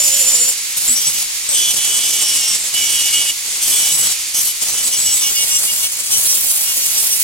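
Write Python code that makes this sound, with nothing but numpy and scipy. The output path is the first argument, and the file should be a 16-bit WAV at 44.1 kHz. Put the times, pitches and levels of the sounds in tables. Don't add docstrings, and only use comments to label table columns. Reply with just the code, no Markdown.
import sys
import numpy as np
from scipy import signal
from scipy.fft import rfft, irfft, next_fast_len
from scipy.io import wavfile
from scipy.ndimage import uniform_filter1d, map_coordinates

SR = 44100
rng = np.random.default_rng(int(sys.argv[2]) if len(sys.argv) > 2 else 0)


def dump_mix(stems):
    frames = np.atleast_2d(stems).T
    limited = np.clip(frames, -1, 1)
    pcm = np.round(limited * 32767).astype(np.int16)
    wavfile.write(sys.argv[1], SR, pcm)


N = 318843
TIME = np.arange(N) / SR
BINS_HZ = np.arange(N // 2 + 1) * SR / N
ROCK_HZ, ROCK_S, ROCK_SHARE = 7.1, 0.0393, 0.00404


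def undb(db):
    return 10 ** (np.asarray(db) / 20)


def unit(x):
    return x / np.sqrt(np.mean(x ** 2))


def curves(table):
    times, *columns = np.transpose(table)
    return [np.interp(TIME, times, column) for column in columns]


def gate(start, end, attack_s, release_s):
    return np.clip(np.minimum((TIME - start) / attack_s, (end - TIME) / release_s) + .5, 0, 1)


def walk(rate_hz):
    hold = max(int(SR / rate_hz), 2)
    held = np.repeat(rng.standard_normal(N // hold + 1), hold)[:N]
    return unit(uniform_filter1d(uniform_filter1d(held, hold), hold))


def colour(points):
    hz, db = np.transpose(points)
    return undb(np.interp(np.log(BINS_HZ + 1), np.log(hz), db))


def shaped(x, gain):
    size = next_fast_len(N + 4096)
    hz = np.arange(size // 2 + 1) * SR / size
    return irfft(rfft(x, size) * np.interp(hz, BINS_HZ, gain), size)[:N]


def resonance_db(hz, resonances):
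    return sum(db / (1 + (2 * (hz - centre) / width) ** 2) for centre, width, db in resonances)


def partials(phase, table, sway_db, rough_db, drift_rad, lift=lambda order: 0):
    out = 0
    for order, db in table:
        slow, quick = walk(10), walk(130)
        gain = undb(db + lift(order) + sway_db * slow + rough_db * quick)
        out = out + gain * np.sin(order * phase + 2 * np.pi * rng.random() + drift_rad * walk(7))
    return unit(out)


# f/Hz, level/dB
AIR_SPECTRUM = [(30.0, -10.5), (150.0, -20), (400.0, -16.5), (750.0, -17.5), (1100.0, -14.5),
                (1700.0, -9.5), (2200.0, -1), (2900.0, -1.5), (4000.0, -1), (5200.0, 1), (7500.0, 2),
                (10500.0, -2), (13000.0, -9.5), (15000.0, -23)]
# f/Hz, width/Hz, lift/dB
VENT_RESONANCES = [(1070, 64, 4.5), (4510, 140, 4), (6900, 440, 3.5)]
# t/s, level/dB
FAN_AT_PHONE = [(0, -22), (3.5, -21.5), (5.2, -23), (5.9, -24.5), (7.23, -22.5)]
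def fan(flutter_db):
    level_db, = curves(FAN_AT_PHONE)
    spectrum = colour(AIR_SPECTRUM) * undb(resonance_db(BINS_HZ, VENT_RESONANCES))
    rush = unit(shaped(rng.standard_normal(N), spectrum))
    return rush * undb(level_db + flutter_db * walk(25))


# t/s, peak level/dB, f/Hz
RIM_CATCHES = [(0.7739, -10, 12340), (0.8791, -6, 7500), (0.8846, -3.5, 7300), (0.8945, -5, 7650),
               (0.8981, -11, 8450), (1.49, -8, 7980), (2.7432, -11, 8300), (3.6175, -20, 8250),
               (3.658, -15, 7760), (4.3454, -14, 5810), (6.105, -8, 8240)]
def catches(rise_s, ring_s, crack_db, thump_db):
    out = np.zeros(N + SR)
    age = np.arange(SR // 50) / SR
    swell = (1 - np.exp(-age / rise_s)) ** 2 * np.exp(-age / ring_s)
    for time_s, db, hz in RIM_CATCHES:
        crack = undb(crack_db) * rng.standard_normal(len(age))
        chirp = swell * (np.sin(2 * np.pi * hz * age) + crack + undb(thump_db))
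        start = int(time_s * SR)
        out[start:start + len(age)] += undb(db) * chirp / np.abs(chirp).max()
    return out[:N]


# start t/s, end t/s, level/dB
STICK_SLIPS = [(-.02, 0.512, -17), (.88, .958, -15), (1.069, 1.095, -13.5), (1.49, 1.612, -20.5),
               (2.53, 2.7, -37), (3.148, 3.208, -25), (3.735, 3.8, -20.5), (3.906, 4.086, -21.5),
               (4.83, 4.889, -23), (4.972, 5.201, -19.5), (5.518, 5.579, -17.5)]
def sticking(throb_db):
    held = sum(gate(start, end, attack_s=0.01, release_s=0.024) * undb(db)
               for start, end, db in STICK_SLIPS)
    return held * undb(throb_db * np.cos(2 * np.pi * 2 * ROCK_HZ * TIME))


# multiple of the pass rate, relative level/dB
SQUEAL_HARMONICS = [(10, -22), (23, -11), (24, 0), (26, -15), (27, -15), (47, -19), (48, -20)]
def squeal(phase, order, against_hz, beat_db, wander_rad):
    tone = partials(phase, SQUEAL_HARMONICS, sway_db=.7, rough_db=1.5, drift_rad=.3)
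    beat_phase = order * phase - 2 * np.pi * against_hz * TIME
    beat_hz = np.abs(np.gradient(beat_phase)) * SR / (2 * np.pi)
    beat = unit(np.sin(beat_phase + wander_rad * walk(70)) * undb(2.5 * walk(60)))
    return tone + undb(beat_db) * beat * (beat_hz / 550) ** .4


def scrape(centre_hz, width_hz):
    band = 1 / (1 + ((BINS_HZ - centre_hz) / width_hz) ** 4)
    return unit(shaped(rng.standard_normal(N), band))


# multiple of the pass rate, level/dB
DISC_HARMONICS = [(7, -7), (8, -11), (9, 0), (10, -3.5), (11, -10), (15, -11), (17, -6), (18, -5), (19, -5),
                  (26, -6), (27, -8)]
# f/Hz, width/Hz, lift/dB
DISC_MODES = [(2295, 100, 2.5), (2966, 340, 5), (3383, 93, 10.5), (5560, 220, 3.5), (8560, 300, 4.5)]
# start t/s, end t/s, ring level/dB, overtone level/dB
FLAT_CONTACTS = [(0, 0.488, -32, -28), (0.954, 1.0, -36, -17.5), (1.012, 1.095, -28, -23),
                 (1.152, 1.186, -29, -29), (1.533, 1.725, -22.5, -21.5), (1.773, 2.556, -24.5, -23),
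                 (2.746, 3.1, -22.5, -24.5), (3.124, 3.24, -20.5, -23.5), (3.26, 3.315, -22, -29),
                 (3.6, 3.68, -28, -24), (3.709, 3.924, -24, -21.5), (4.0, 4.04, -37, -35),
                 (4.108, 4.14, -30, -28), (4.346, 4.42, -31.5, -20), (4.463, 4.51, -33, -24),
                 (4.757, 4.825, -28.5, -26), (4.921, 4.969, -28.5, -21), (5.058, 5.14, -26, -21),
                 (5.215, 5.298, -22.5, -18.5), (5.353, 5.443, -23.5, -19), (5.501, 5.585, -25, -18),
                 (5.68, 5.714, -22, -26), (5.828, 5.872, -21.5, -23), (6.116, 6.175, -26, -18.5),
                 (6.278, 6.339, -38, -13.5), (6.658, 6.722, -26.5, -25), (6.81, 6.871, -30, -26),
                 (6.951, 7.0, -32, -20), (7.104, 7.15, -27.5, -16.5)]
def disc(phase, pass_hz, scrape_db, upper_scrape_db):
    ring_gain, overtone_gain = 0, 0
    for start, end, ring_db, overtone_db in FLAT_CONTACTS:
        held = gate(start, end, attack_s=0.034, release_s=0.026)
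        ring_gain += held * undb(ring_db)
        overtone_gain += held * undb(overtone_db)
    lift = lambda order: resonance_db(order * pass_hz, DISC_MODES)
    ring = partials(phase, DISC_HARMONICS[:5], sway_db=1.3, rough_db=2, drift_rad=.5, lift=lift)
    overtones = partials(phase, DISC_HARMONICS[5:], sway_db=2.2, rough_db=2.6, drift_rad=.6, lift=lift)
    ring = unit(ring + undb(scrape_db) * scrape(centre_hz=3200, width_hz=470))
    overtones = unit(overtones + undb(upper_scrape_db) * scrape(centre_hz=5960, width_hz=570))
    return ring * ring_gain + overtones * overtone_gain


def grains(phase, per_s, size_db, throb, hiss_db):
    struck = rng.random(N) < per_s / SR
    cracks = struck * rng.standard_normal(N) * undb(size_db * np.minimum(rng.exponential(size=N), 4))
    hiss = undb(hiss_db) * rng.standard_normal(N)
    return unit((unit(cracks) + hiss) * (1 + throb * np.cos(phase)))


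def scratches(phase, renew_hz, size=2048):
    orders = np.arange(size // 2 + 1)
    buzzing = (orders >= 6) & (orders <= 50)
    profiles = irfft(rfft(rng.standard_normal((256, size))) * buzzing)
    where = [TIME * renew_hz, phase / (2 * np.pi) * size]
    return unit(map_coordinates(profiles, where, order=1, mode="grid-wrap"))


def contact_patch(x, depth_db, width_hz, change_hz, size=256):
    hz, times, frames = signal.stft(x, SR, nperseg=size)
    where = np.meshgrid(hz / width_hz, times * change_hz, indexing="ij")
    favour = map_coordinates(rng.standard_normal((64, 256)), where, order=2, mode="grid-wrap")
    return signal.istft(frames * undb(depth_db * favour), SR, nperseg=size)[1][:N]


# start t/s, end t/s, rasp level/dB, sizzle level/dB, top level/dB, growth of sizzle and top/(dB/s)
PAD_PRESSES = [(-.05, 0.538, -19.5, -25, -27.5, 1), (0.763, 1.25, -22, -24.5, -29, -6),
               (1.49, 2.581, -19.5, -26.5, -32.5, -3), (2.592, 2.7, -23.5, -35, -36, 0),
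               (2.733, 3.318, -20, -26.5, -32.5, -2), (3.45, 3.6, -25, -35.5, -36, 0),
               (3.615, 4.137, -18, -23, -27, -5), (4.343, 4.522, -20.5, -21.5, -28, 13),
               (4.603, 5.889, -19.5, -24.5, -26, 3), (5.879, 6.11, -25, -28.5, -30, 3),
               (6.103, 6.211, -18, -20.5, -21, 10), (6.19, 6.68, -20, -21, -19, 1),
               (6.65, 7.3, -21, -21.5, -22, 8)]
def pressure(graze_db, top_graze_db):
    coarse, fine, top = undb([graze_db, graze_db, top_graze_db])
    for start, end, rasp_db, sizzle_db, top_db, growth in PAD_PRESSES:
        held = gate(start, end, attack_s=0.02, release_s=.03)
        growing = held * undb(growth * (TIME - (start + end) / 2))
        coarse = np.maximum(coarse, held * undb(rasp_db))
        fine = np.maximum(fine, growing * undb(sizzle_db))
        top = np.maximum(top, growing * undb(top_db))
    return coarse, fine, top


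# f/Hz, level/dB
GRIT_SPECTRUM = [(30, -12.5), (100, -12), (300, -13), (800, -12.5), (1600, -13), (2200, -13.5), (3100, -6),
                 (4200, -5.5), (6000, -1.5), (7800, 3.5), (9500, -0.5), (12000, -7), (15000, -1)]
def rasp(phase, gains, buzz_db, sizzle_hz, top_hz):
    loose = grains(phase, per_s=5000, size_db=2.5, throb=0.43, hiss_db=-4)
    buzz = undb(buzz_db) * scratches(phase, renew_hz=14)
    rub = shaped(unit(buzz + loose), colour(GRIT_SPECTRUM))
    coarse_band = 1 / (1 + (BINS_HZ / sizzle_hz) ** 16)
    top_band = 1 / (1 + (top_hz / (BINS_HZ + 1)) ** 24)
    bands = coarse_band, (1 - coarse_band) * (1 - top_band), top_band
    pressed = sum(unit(shaped(rub, band)) * gain for band, gain in zip(bands, gains))
    return contact_patch(pressed, depth_db=3.3, width_hz=380, change_hz=22)


# t/s, lead of the left microphone/samples, left minus right level/dB
TOOL_PLACE = [(0, 0.92, -2), (1.2, 1.77, -1), (2.2, 0.76, -1), (4.4, 1.05, -1), (5.2, 1.5, -0.9),
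              (5.5, 4.34, -.8), (6.0, 5.2, 0.2), (6.4, 3.9, -0.5), (7.23, 4.27, -1.7)]
def at_phone(source, room_db):
    lead, pan_db = curves(TOOL_PLACE)
    direct, microphones = source(), []
    for side in (1, -1):
        near = map_coordinates(direct, [np.arange(N) + side * lead / 2], order=3, mode="nearest")
        scattered = undb(room_db) * source()
        microphones.append((near + scattered) * undb(side * pan_db / 2))
    return np.array(microphones) / np.sqrt(1 + undb(room_db) ** 2)


# t/s, f/Hz
PASS_RATE = [(0, 296.6), (.58, 301), (.88, 332.7), (1.0, 326), (1.33, 328), (1.5, 344.7), (1.6, 337.2),
             (1.95, 332.5), (2.35, 326.3), (2.52, 302.5), (2.73, 328.6), (3.14, 322.7), (3.32, 324.8),
             (3.63, 344.7), (3.88, 328.4), (4.2, 326), (4.36, 338.2), (4.5, 332), (4.65, 336.5),
             (5.0, 326.5), (5.3, 322), (5.6, 316.2), (5.9, 322.7), (6.11, 336), (6.38, 317.5), (6.72, 315),
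             (6.93, 320.7), (7.23, 317)]
def scene():
    pass_hz, = curves(PASS_RATE)
    rock = np.cos(2 * np.pi * ROCK_HZ * (TIME - ROCK_S))
    jitter = 0.001016 * walk(150)
    phase = 2 * np.pi * np.cumsum(pass_hz * (1 - ROCK_SHARE * rock + jitter)) / SR
    gains = pressure(graze_db=-33.5, top_graze_db=-36)
    stick = sticking(throb_db=3.5)
    shudder = undb(1.57 * walk(120))
    rub = at_phone(lambda: rasp(phase, gains, buzz_db=-4, sizzle_hz=10150, top_hz=13030), room_db=2.5)
    rings = at_phone(lambda: disc(phase, pass_hz, scrape_db=-6, upper_scrape_db=-6.5), room_db=-7.5)
    squeals = at_phone(
        lambda: stick * squeal(phase, order=24, against_hz=7700, beat_db=-24.5, wander_rad=.7),
        room_db=-8)
    chatter = at_phone(
        lambda: catches(rise_s=0.00076, ring_s=0.0015, crack_db=-11.5, thump_db=-31.0), room_db=0)
    air = at_phone(lambda: fan(flutter_db=1.36), room_db=2.2)
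    return rub * shudder + rings + squeals + chatter + air


def record(dry):
    cutoff_hz = 15900
    lowpass = signal.ellip(10, .2, 80, cutoff_hz, fs=SR, output="sos")
    return signal.sosfilt(lowpass, np.clip(dry, -1, 1))


dry = scene()
out = record(dry)
dump_mix(out)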